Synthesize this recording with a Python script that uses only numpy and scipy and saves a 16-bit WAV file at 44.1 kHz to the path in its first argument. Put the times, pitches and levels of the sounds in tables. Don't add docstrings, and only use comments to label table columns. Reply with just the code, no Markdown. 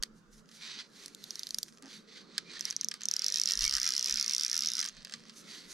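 import sys
import numpy as np
from scipy import signal
from scipy.fft import rfft, irfft, next_fast_len
from scipy.io import wavfile
from scipy.ndimage import uniform_filter1d, map_coordinates

SR = 44100
rng = np.random.default_rng(int(sys.argv[2]) if len(sys.argv) > 2 else 0)


def unload_audio(sound):
    columns = np.transpose(np.atleast_2d(sound))
    steps = np.round(np.clip(columns, -1, 1) * 32767)
    wavfile.write(sys.argv[1], SR, steps.astype(np.int16))


N = 252693

# (frequency [Hz], relative level [dB])
CRACK_SPECTRUM = [(600, -80), (1500, -35), (2500, -24), (4000, 5.5), (6000, 6), (8000, 0.5), (11500, -4),
                  (13500, -13), (16000, -29)]
# (frequency [Hz], relative level [dB])
RUB_SPECTRUM = [(600, -27), (900, -16.5), (1400, -8), (2000, -3.5), (2750, -6.5), (3700, -1), (4400, 1.5),
                (5300, -6), (6100, -6), (7000, -16.5), (7700, -14.5), (9000, -24), (14000, -55)]
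# (frequency [Hz], relative level [dB])
LEAF_SPECTRUM = [(100, -37), (170, 4.5), (260, 3.5), (450, 0), (700, -22), (1200, -16), (2500, -42),
                 (9000, -70)]
# (frequency [Hz], likeness [0-1])
NEAR_LIKENESS = [(200, .8), (1700, .93), (3000, .78), (4300, .9), (8000, .8), (11000, .88), (13500, .3)]
# (frequency [Hz], likeness [0-1])
FAR_LIKENESS = [(40, 0.7), (150, 0.71), (500, 0.61), (2000, 0.38), (10000, 0.38)]
# (start [s], surge [share], lean [share], relative pawl level [dB],
# relative whirr level [dB], relative chafe level [dB])
CRANK_PUSHES = [(3.1383, .05, .22, -16.5, -39, -47.5), (3.323, .25, -.13, -16.5, -40.5, -52),
                (3.4576, 0.29, -0.19, -16.5, -42, -52), (3.5744, 0.28, 0.18, -16.5, -40, -48.5),
                (3.6785, .12, -0.019, -16.5, -39.5, -48.5), (3.7998, 0.22, 0.047, -17, -42.5, -49.5),
                (3.9055, 0.1, -0.029, -18, -41, -51.5), (4.027, .2, 0.0044, -17.5, -40.5, -50.5),
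                (4.142, 0.15, -0.11, -18, -41.5, -51.5), (4.2621, .18, .02, -17.3, -42.5, -52),
                (4.3815, 0.12, -0.13, -17.5, -42.5, -52.5), (4.498, 0.2, .06, -17, -45.5, -51.5),
                (4.6072, 0.13, -0.086, -18, -44.5, -55), (4.7181, 0.16, 0.24, -19, -43, -51.5)]
CRANK_END_S = 4.8279


def amp(db):
    return 10 ** (np.asarray(db) / 20)


def unit(x):
    return x / np.sqrt(np.mean(x ** 2) + 1e-20)


def along(points, hz):
    f, v = np.transpose(points)
    return np.interp(np.log(hz + 1), np.log(f + 1), v)


def wobble(rate):
    knots = rng.standard_normal(int(N * rate / SR) + 4)
    return map_coordinates(knots, [np.arange(N) * rate / SR])


def filtered(x, response):
    n = x.shape[-1]
    m = next_fast_len(n + 4096)
    hz = np.fft.rfftfreq(m, 1 / SR)
    return irfft(rfft(x, m) * response(hz), m)[..., :n]


def rush(spectrum, alike, patchy_db):
    z = signal.stft(rng.standard_normal((2, N)), nperseg=1024)[2]
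    field = uniform_filter1d(rng.standard_normal(z.shape[1:]), size=4, axis=0)
    field = uniform_filter1d(field, size=9, axis=1)
    pair = signal.istft(z * amp(patchy_db * unit(field)), nperseg=1024)[1][:, :N]

    def mid_side(hz):
        turn = np.arccos(np.clip(along(alike, hz), -1, 1)) / 2
        return amp(along(spectrum, hz)) * [np.cos(turn), np.sin(turn)]
    mid, side = filtered(pair, mid_side)
    return unit(np.array([mid + side, mid - side]))


def add(track, s, sound):
    part = track[:, max(round(s * SR), 0):][:, :sound.shape[-1]]
    part += sound[..., :part.shape[-1]]


def fade(t, t60):
    return np.exp(-np.log(1000) * t / np.maximum(t60, 1e-4))


def swells(rows, bell):
    t = np.arange(N) / SR
    power = sum(amp(db)[:, None] ** 2 * np.exp(-2 * np.abs((t - s) / half) ** bell)
                for s, half, *db in rows)
    return np.sqrt(power)


def ringing(modes, t, t60, scatter_db=3, spread=0.25):
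    hz, db, life = np.transpose(modes)[:, :, None]
    size, detune, phase, apart = rng.standard_normal((4, len(modes), 1))
    swing = 2 * np.pi * hz * (1 + 0.022 * detune) * t + np.pi * phase
    onset = 1 - np.exp(-t / 0.00014)
    decay = amp(db + scatter_db * size) * fade(t, t60 * life) * onset
    ring = np.array([(decay * np.sin(swing + ear * spread * apart)).sum(0) for ear in (-1, 1)])
    return ring / np.abs(ring).max()


def lakeside(air_db=-62, trees_db=-73, low_floor_db=-86, thump_db=-1.5):
    # (frequency [Hz], relative level [dB])
    air_spectrum = [(30, -21), (90, -25.5), (125, -16), (155, -3.5), (185, -6.5), (215, 1.5), (270, -14),
                    (450, -12), (800, -24.5), (1300, -15.5), (2400, -32), (6300, -31.5), (9000, -43),
                    (15000, -52)]
    # (time of the height [s], half length [s], relative level [dB])
    thump_strokes = [(0, 0.017, -45), (.13, .04, -62), (.34, .055, -59), (3.635, 0.047, -43.5),
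                     (3.75, 0.09, -52), (4.135, 0.037, -49), (4.99, .028, -57.5), (5.72, .05, -65)]
    # (frequency [Hz], relative level [dB])
    thump_spectrum = [(12, -13), (31, 4.5), (42, -6), (58, -14.5), (100, -29), (250, -43), (1000, -100)]
    air = amp(air_db) * rush(air_spectrum, FAR_LIKENESS, patchy_db=3.0)
    trees = amp(trees_db) * rush(LEAF_SPECTRUM, FAR_LIKENESS, patchy_db=4.5)
    thump_gain = amp(low_floor_db) + amp(thump_db) * swells(thump_strokes, bell=1.3)
    thumps = thump_gain * rush(thump_spectrum, FAR_LIKENESS, patchy_db=-1)
    return air + trees + thumps


def clothing(rustle_db=-1):
    # (time of the height [s], half length [s], relative level [dB])
    sleeve_strokes = [(0, 0.34, -69), (1.1, 0.32, -64.5), (2.3, 0.32, -57.5), (5.55, 0.26, -59)]
    # (time of the height [s], half length [s], level [dB])
    brush_strokes = [(1.856, .03, -51)]
    # (frequency [Hz], relative level [dB])
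    brush_spectrum = [(71, -54), (120, -28), (226, 3.5), (542, -16.5), (955, -16), (1060, -28), (1220, -15),
                      (3000, -30), (3900, -57), (6600, -120)]
    sleeve_gain = amp(rustle_db) * swells(sleeve_strokes, bell=1.54)
    sleeves = sleeve_gain * rush(LEAF_SPECTRUM, FAR_LIKENESS, patchy_db=3.0)
    brush = swells(brush_strokes, bell=2.9) * rush(brush_spectrum, NEAR_LIKENESS, patchy_db=3.0)
    return sleeves + brush


def knocks(ring_db=-3.5, crack_t60=0.009, rattle_db=-17, tick_scatter_db=3, lowest_hz=950):
    # (time [s], relative level [dB], base ring t60 [s],
    # crack relative to that level [dB])
    contacts = [(.026, -20, 0.006, -6), (.035, -18.5, 0.009, -6), (0.49, -43, 0.015, -14),
                (0.5142, -41.5, 0.022, -15), (1.0813, -35.5, 0.0098, -6), (1.4903, -38, .013, 3),
                (1.6825, -37.5, 0.019, -14), (1.824, -37.5, 0.013, -8), (2.3802, -12.5, 0.018, -13.5),
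                (2.5937, -27.5, 0.023, -10), (2.726, -27.5, .012, -21), (2.8335, -28.5, 0.0079, -25),
                (2.9129, -25, .014, -14), (2.9148, -23, 0.022, -16), (2.9402, -27.5, 0.024, -5.5),
                (3.0082, -30, 0.0092, -14), (3.018, -24, 0.0064, -29), (3.824, -36, .015, -22),
                (4.8276, -19, 0.026, -15), (4.857, -26, .014, -11), (4.875, -27, 0.016, -29),
                (5.0487, -27.5, 0.028, -12), (5.0965, -33, 0.013, -21), (5.123, -29, 0.02, -22),
                (5.1379, -22, 0.024, -26), (5.2963, -32, 0.021, -25)]
    # (frequency [Hz], relative level [dB], decay relative to the base t60 [ratio])
    frame_modes = [(1204, -20, 3.8), (1633, -8.5, 1.6), (1910, -11.5, 1.8), (2140, -21, 0.42),
                   (2690, -11.5, 1.4), (3196, -4, 0.85), (3920, -12.5, 1.1), (4240, -6, 0.85),
                   (4650, -4, 1.04), (5240, 7, 0.49), (6240, -4, 1.14), (7350, -5.5, 0.77),
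                   (8780, -5, 0.54)]
    # (start [s], end [s], tick rate [1/s], relative level [dB])
    fidget_spells = [(0.436, .6, 37, -53), (1.661, 1.79, 42.3, -44.5), (1.829, 1.891, 114, -41.5),
                     (2.5, 2.722, 48.2, -38), (3.722, 3.788, 130, -26), (4.788, 4.897, 96, -30.5),
                     (4.92, 5.342, 56.5, -43)]
    out, t = np.zeros((2, N)), np.arange(SR // 16) / SR
    grit = rush(CRACK_SPECTRUM, NEAR_LIKENESS, patchy_db=4.5)
    loose = rush(RUB_SPECTRUM, NEAR_LIKENESS, patchy_db=0)
    for s, db, t60, crack_db in contacts:
        now = slice(round(s * SR), round(s * SR) + len(t))
        crack = amp(crack_db) * grit[:, now] * fade(t, crack_t60)
        rattle = amp(rattle_db) * loose[:, now] * fade(t, 2 * t60)
        ring = amp(ring_db) * ringing(frame_modes, t, t60)
        add(out, s, amp(db) * (ring + crack + rattle))
    for start, end, rate, db in fidget_spells:
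        for s in np.arange(start, end, 1 / rate):
            tick = ringing(frame_modes, t[:SR // 60], t60=.008)
            gain = amp(db + tick_scatter_db * rng.standard_normal())
            add(out, s + rng.random() / rate, gain * tick)
    return signal.sosfilt(signal.butter(2, lowest_hz, "highpass", fs=SR, output="sos"), out)


def sliding(rub_db=0, hiss_db=6.0, grain_db=1.27, uneven_db=1.47):
    # (time of the height [s], half length [s], relative rub level [dB],
    # relative fine hiss level [dB])
    rod_strokes = [(.055, .015, -65, -79), (.175, 0.026, -74, -76), (.335, .02, -69.5, -69),
                   (.385, 0.028, -68, -69), (.56, 0.05, -59, -66.5), (.65, 0.04, -44.5, -66),
                   (.715, 0.074, -45.5, -73), (.795, .035, -44.5, -70), (1.02, 0.078, -53.5, -64),
                   (1.37, 0.17, -54.5, -64), (1.6, 0.13, -63.5, -65.5), (1.94, 0.054, -50, -65),
                   (2.165, 0.062, -51.5, -76), (2.37, .07, -53.5, -90), (2.55, 0.062, -45.5, -74),
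                   (2.675, .05, -45, -60), (2.81, 0.081, -55, -78), (2.95, 0.023, -54, -71),
                   (3.035, 0.034, -51.5, -83), (4.98, 0.078, -56.5, -83), (5.14, 0.069, -55.5, -74),
                   (5.28, 0.076, -59, -82), (5.385, 0.033, -54.5, -57.5), (5.55, 0.093, -46.5, -61.5),
                   (5.72, 0.031, -49, -54)]
    # (frequency [Hz], relative level [dB])
    hiss_spectrum = [(2000, -23), (4200, -7), (5200, 5.5), (6400, 7.5), (7800, -1), (8500, -1.5),
                     (9200, 1.5), (10600, -5.5), (12000, -5), (13300, -16), (15000, -22), (16000, -34)]
    rub, hiss = swells(rod_strokes, bell=1.51)
    grain = unit(amp(grain_db * wobble(500) + uneven_db * wobble(60)))
    coarse = rush(RUB_SPECTRUM, NEAR_LIKENESS, patchy_db=1.8)
    fine = rush(hiss_spectrum, NEAR_LIKENESS, patchy_db=1.2)
    return grain * (amp(rub_db) * rub * coarse + amp(hiss_db) * hiss * fine)


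def pawl(teeth, level_db, rise_s, rebound_db, rebound_s, snap_db, snap_t60, plate_db, plate_t60):
    # (frequency [Hz], relative level [dB],
    # decay relative to plate_t60 [ratio])
    plate_modes = [(1770, -15, 1.4), (3610, -6.5, 1.6), (4350, -1.5, 0.48), (5400, -0.5, 0.97),
                   (6130, 7, 0.8), (7550, -13.5, 0.49), (9370, -2, 0.57), (11500, -8, 1.6),
                   (12150, -4.5, 0.74)]
    out, t = np.zeros((2, N)), np.arange(SR // 40) / SR
    grit = rush(CRACK_SPECTRUM, NEAR_LIKENESS, patchy_db=2.5)
    snaps = amp(snap_db) * np.ones(len(teeth))
    scatter = rng.standard_normal((len(teeth), 3))
    for (s, db, hz), snap, (lag, size, width) in zip(teeth, snaps, scatter):
        def flick(delay):
            age = np.maximum(t - delay, 0)
            u = age / (rise_s * np.exp(.07 * width))
            return u * np.exp(1 - u ** 2) * np.sin(2 * np.pi * hz * age)
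        rebound = amp(rebound_db + 2 * size) * flick(rebound_s * np.exp(0.261 * lag))
        spring = flick(0) + rebound
        noise = grit[:, round(s * SR):][:, :len(t)]
        crack = snap * noise * fade(t, snap_t60) * (1 - np.exp(-t / 0.0002))
        plate = amp(plate_db) * ringing(plate_modes, t, plate_t60)
        add(out, s, amp(db + level_db) * (spring + crack + plate))
    return out


def winding_teeth(lean_shape=1.6):
    # (time [s], relative level [dB], spring ring [Hz])
    eased_ticks = [(2.609, -18, 5500), (2.6534, -17.5, 5420), (2.7023, -24.5, 6540), (2.7086, -19.5, 5760),
                   (2.7645, -18.5, 5950), (2.8116, -16, 6000), (2.8455, -19, 5870), (2.8858, -17, 5790),
                   (3.0346, -26.5, 6540), (3.0554, -16.5, 5870), (3.086, -14.5, 5850), (3.1128, -14, 5750),
                   (4.8429, -23.5, 5633), (4.861, -21.5, 5386), (4.8874, -24, 6195)]
    # (strength [dB], spring ring [Hz])
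    wheel_teeth = [(1.5, 5700), (0, 5220), (-0.5, 5370), (-3.5, 5170), (2, 5510), (2.5, 5500), (0, 5620),
                   (-5, 5800), (-1, 5550), (0.7, 5570), (0.5, 5460), (-2, 5500), (-4, 5600), (1.5, 5570),
                   (2, 5570), (0, 5660)]
    start, surge, lean, db = np.transpose(CRANK_PUSHES)[:4, :, None]
    length = np.diff(start, axis=0, append=CRANK_END_S)
    turned = np.linspace(0, 1, len(wheel_teeth) // 2, endpoint=False)
    surged = surge * np.sin(2 * np.pi * turned) / (2 * np.pi)
    leaned = lean * np.sin(np.pi * turned) ** lean_shape / np.pi
    times = (start + length * (turned + surged + leaned)).ravel()
    tooth_db, hz = np.resize(wheel_teeth, (len(times), 2)).T
    cranked = np.column_stack([times, np.repeat(db, len(turned)) + tooth_db, hz])
    teeth = np.vstack([eased_ticks, cranked])
    return teeth[np.argsort(teeth[:, 0])]


def ratchet():
    # (time [s], relative level [dB], spring ring [Hz],
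    # relative snap level [dB])
    pulled_teeth = [(1.0599, -31, 5330, 4), (1.148, -39.5, 5500, 9.5), (1.2405, -28.5, 4200, -4),
                    (1.307, -22.5, 5360, -15), (1.356, -27.5, 4930, -3.5), (1.3937, -21.5, 5300, -23),
                    (1.433, -24.5, 4940, -5), (1.4697, -24, 4530, -14), (1.5073, -22, 4720, -7),
                    (1.5451, -18, 5200, -5.5), (1.5854, -15, 5960, -4.5), (1.6304, -18.5, 5340, -1.5)]
    teeth = np.array(pulled_teeth)
    pulled = pawl(teeth[:, :3], level_db=-3, rise_s=0.00046, rebound_db=-4.5, rebound_s=0.000875,
                  snap_db=teeth[:, 3] + 0.5, snap_t60=0.0071, plate_db=-3, plate_t60=0.0093)
    wound = pawl(winding_teeth(), level_db=-1.0, rise_s=0.00067, rebound_db=-13.5, rebound_s=0.001303,
                 snap_db=-7.0, snap_t60=0.0062, plate_db=-16.5, plate_t60=0.009)
    return pulled + wound


def squeaks(waver=0.023):
    # (time of the height [s], half length [s], mean pitch [Hz], level [dB])
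    squeak_strokes = [(2.5, 0.04, 2390, -56), (2.57, 0.0073, 1810, -44.5), (3.669, 0.019, 2250, -37.5)]
    t = np.arange(N) / SR
    drift = np.cumsum(1 + waver * wobble(350)) / SR
    return sum(amp(db) * np.exp(-((t - s) / half) ** 2) * np.sin(2 * np.pi * hz * drift)
               for s, half, hz, db in squeak_strokes)


def spool(whirr_db=0, chafe_db=1.0, tick_db=4, tick_t60=0.0068, lumpy_db=2.0, grain_db=1.5,
          run_up_s=0.048, run_down_s=0.08, edge_s=0.046, cruise_teeth_per_s=70.1,
          whirr_db_per_octave=10.5, chafe_db_per_octave=9):
    # (frequency [Hz], relative level [dB])
    whirr_spectrum = [(1500, -35.5), (2700, -6.5), (3500, -4), (4400, 1), (5600, -2.5), (7100, -8.5),
                      (8200, -18.5), (9100, -12.5), (10200, -21.5), (12000, -23), (14000, -29),
                      (16000, -33)]
    # (frequency [Hz], relative level [dB])
    chafe_spectrum = [(600, -69), (900, -18.5), (1300, -2), (1600, -1.5), (2200, 0.5), (2700, -6.5),
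                      (3500, -3.5), (5000, -41)]
    t, ticks = np.arange(N) / SR, winding_teeth()[:, 0]
    strokes = np.bincount(np.round(ticks * SR).astype(int), minlength=N)
    shaken = signal.fftconvolve(strokes, fade(t[:SR // 20], tick_t60))[:N]
    texture = unit(amp(lumpy_db * wobble(110) + grain_db * wobble(900)))
    grain = texture * amp(tick_db * (shaken - 0.14))
    between = (ticks[1:] + ticks[:-1]) / 2
    octaves = np.interp(t, between, -np.log2(np.diff(ticks) * cruise_teeth_per_s))
    start, *_, push_whirr_db, push_chafe_db = np.transpose(CRANK_PUSHES)
    middle = (start + np.append(start[1:], CRANK_END_S)) / 2
    whirr = amp(whirr_db + np.interp(t, middle, push_whirr_db) + whirr_db_per_octave * octaves)
    chafe = amp(chafe_db + np.interp(t, middle, push_chafe_db) + chafe_db_per_octave * octaves)
    inside_s = np.minimum(t - start[0] + run_up_s, CRANK_END_S + run_down_s - t)
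    spinning = np.clip(inside_s / edge_s + .5, 0, 1)
    whirring = whirr * rush(whirr_spectrum, NEAR_LIKENESS, patchy_db=3.5)
    chafing = chafe * rush(chafe_spectrum, NEAR_LIKENESS, patchy_db=4.0)
    return spinning * grain * (whirring + chafing)


def off_the_body(x, echo_db=-24, delay_s=.0046, scatter_db=-23, scatter_t60=0.12):
    t = np.arange(SR // 16) / SR
    answer = rng.standard_normal((2, len(t))) * fade(t, scatter_t60) * (t > .001)
    answer *= amp(scatter_db) / np.linalg.norm(answer[0])
    add(answer, delay_s, np.array([amp(echo_db)]))
    return x + signal.fftconvolve(x, answer, axes=1)[:, :N]


def scene():
    # (frequency [Hz], level difference [dB])
    port_balance = [(200, -2.5), (1200, -2.5), (2400, -3.5), (4500, -3.5), (6000, -1.5), (9000, -1),
                    (13000, 1)]
    # (frequency [Hz], phase [rad])
    port_lead = [(100, 0.28), (1200, -0.53), (1900, -0.29), (2900, -1.33), (4200, -0.25), (5500, -0.26),
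                 (8000, -0.32), (9200, -0.11), (12000, 0.5)]

    def place(hz):
        level_db, phase = along(port_balance, hz) / 2, along(port_lead, hz) / 2
        return np.array([amp(ear * level_db) * np.exp(1j * ear * phase) for ear in (1, -1)])
    steady = lakeside() + clothing() + sliding() + squeaks() + spool()
    struck = off_the_body(knocks() + ratchet())
    return filtered(steady + struck, place)


def record(dry, top_hz=16300):
    return filtered(dry, lambda hz: 1 / (1 + (hz / top_hz) ** 120))


dry = scene()
out = record(dry)
unload_audio(out)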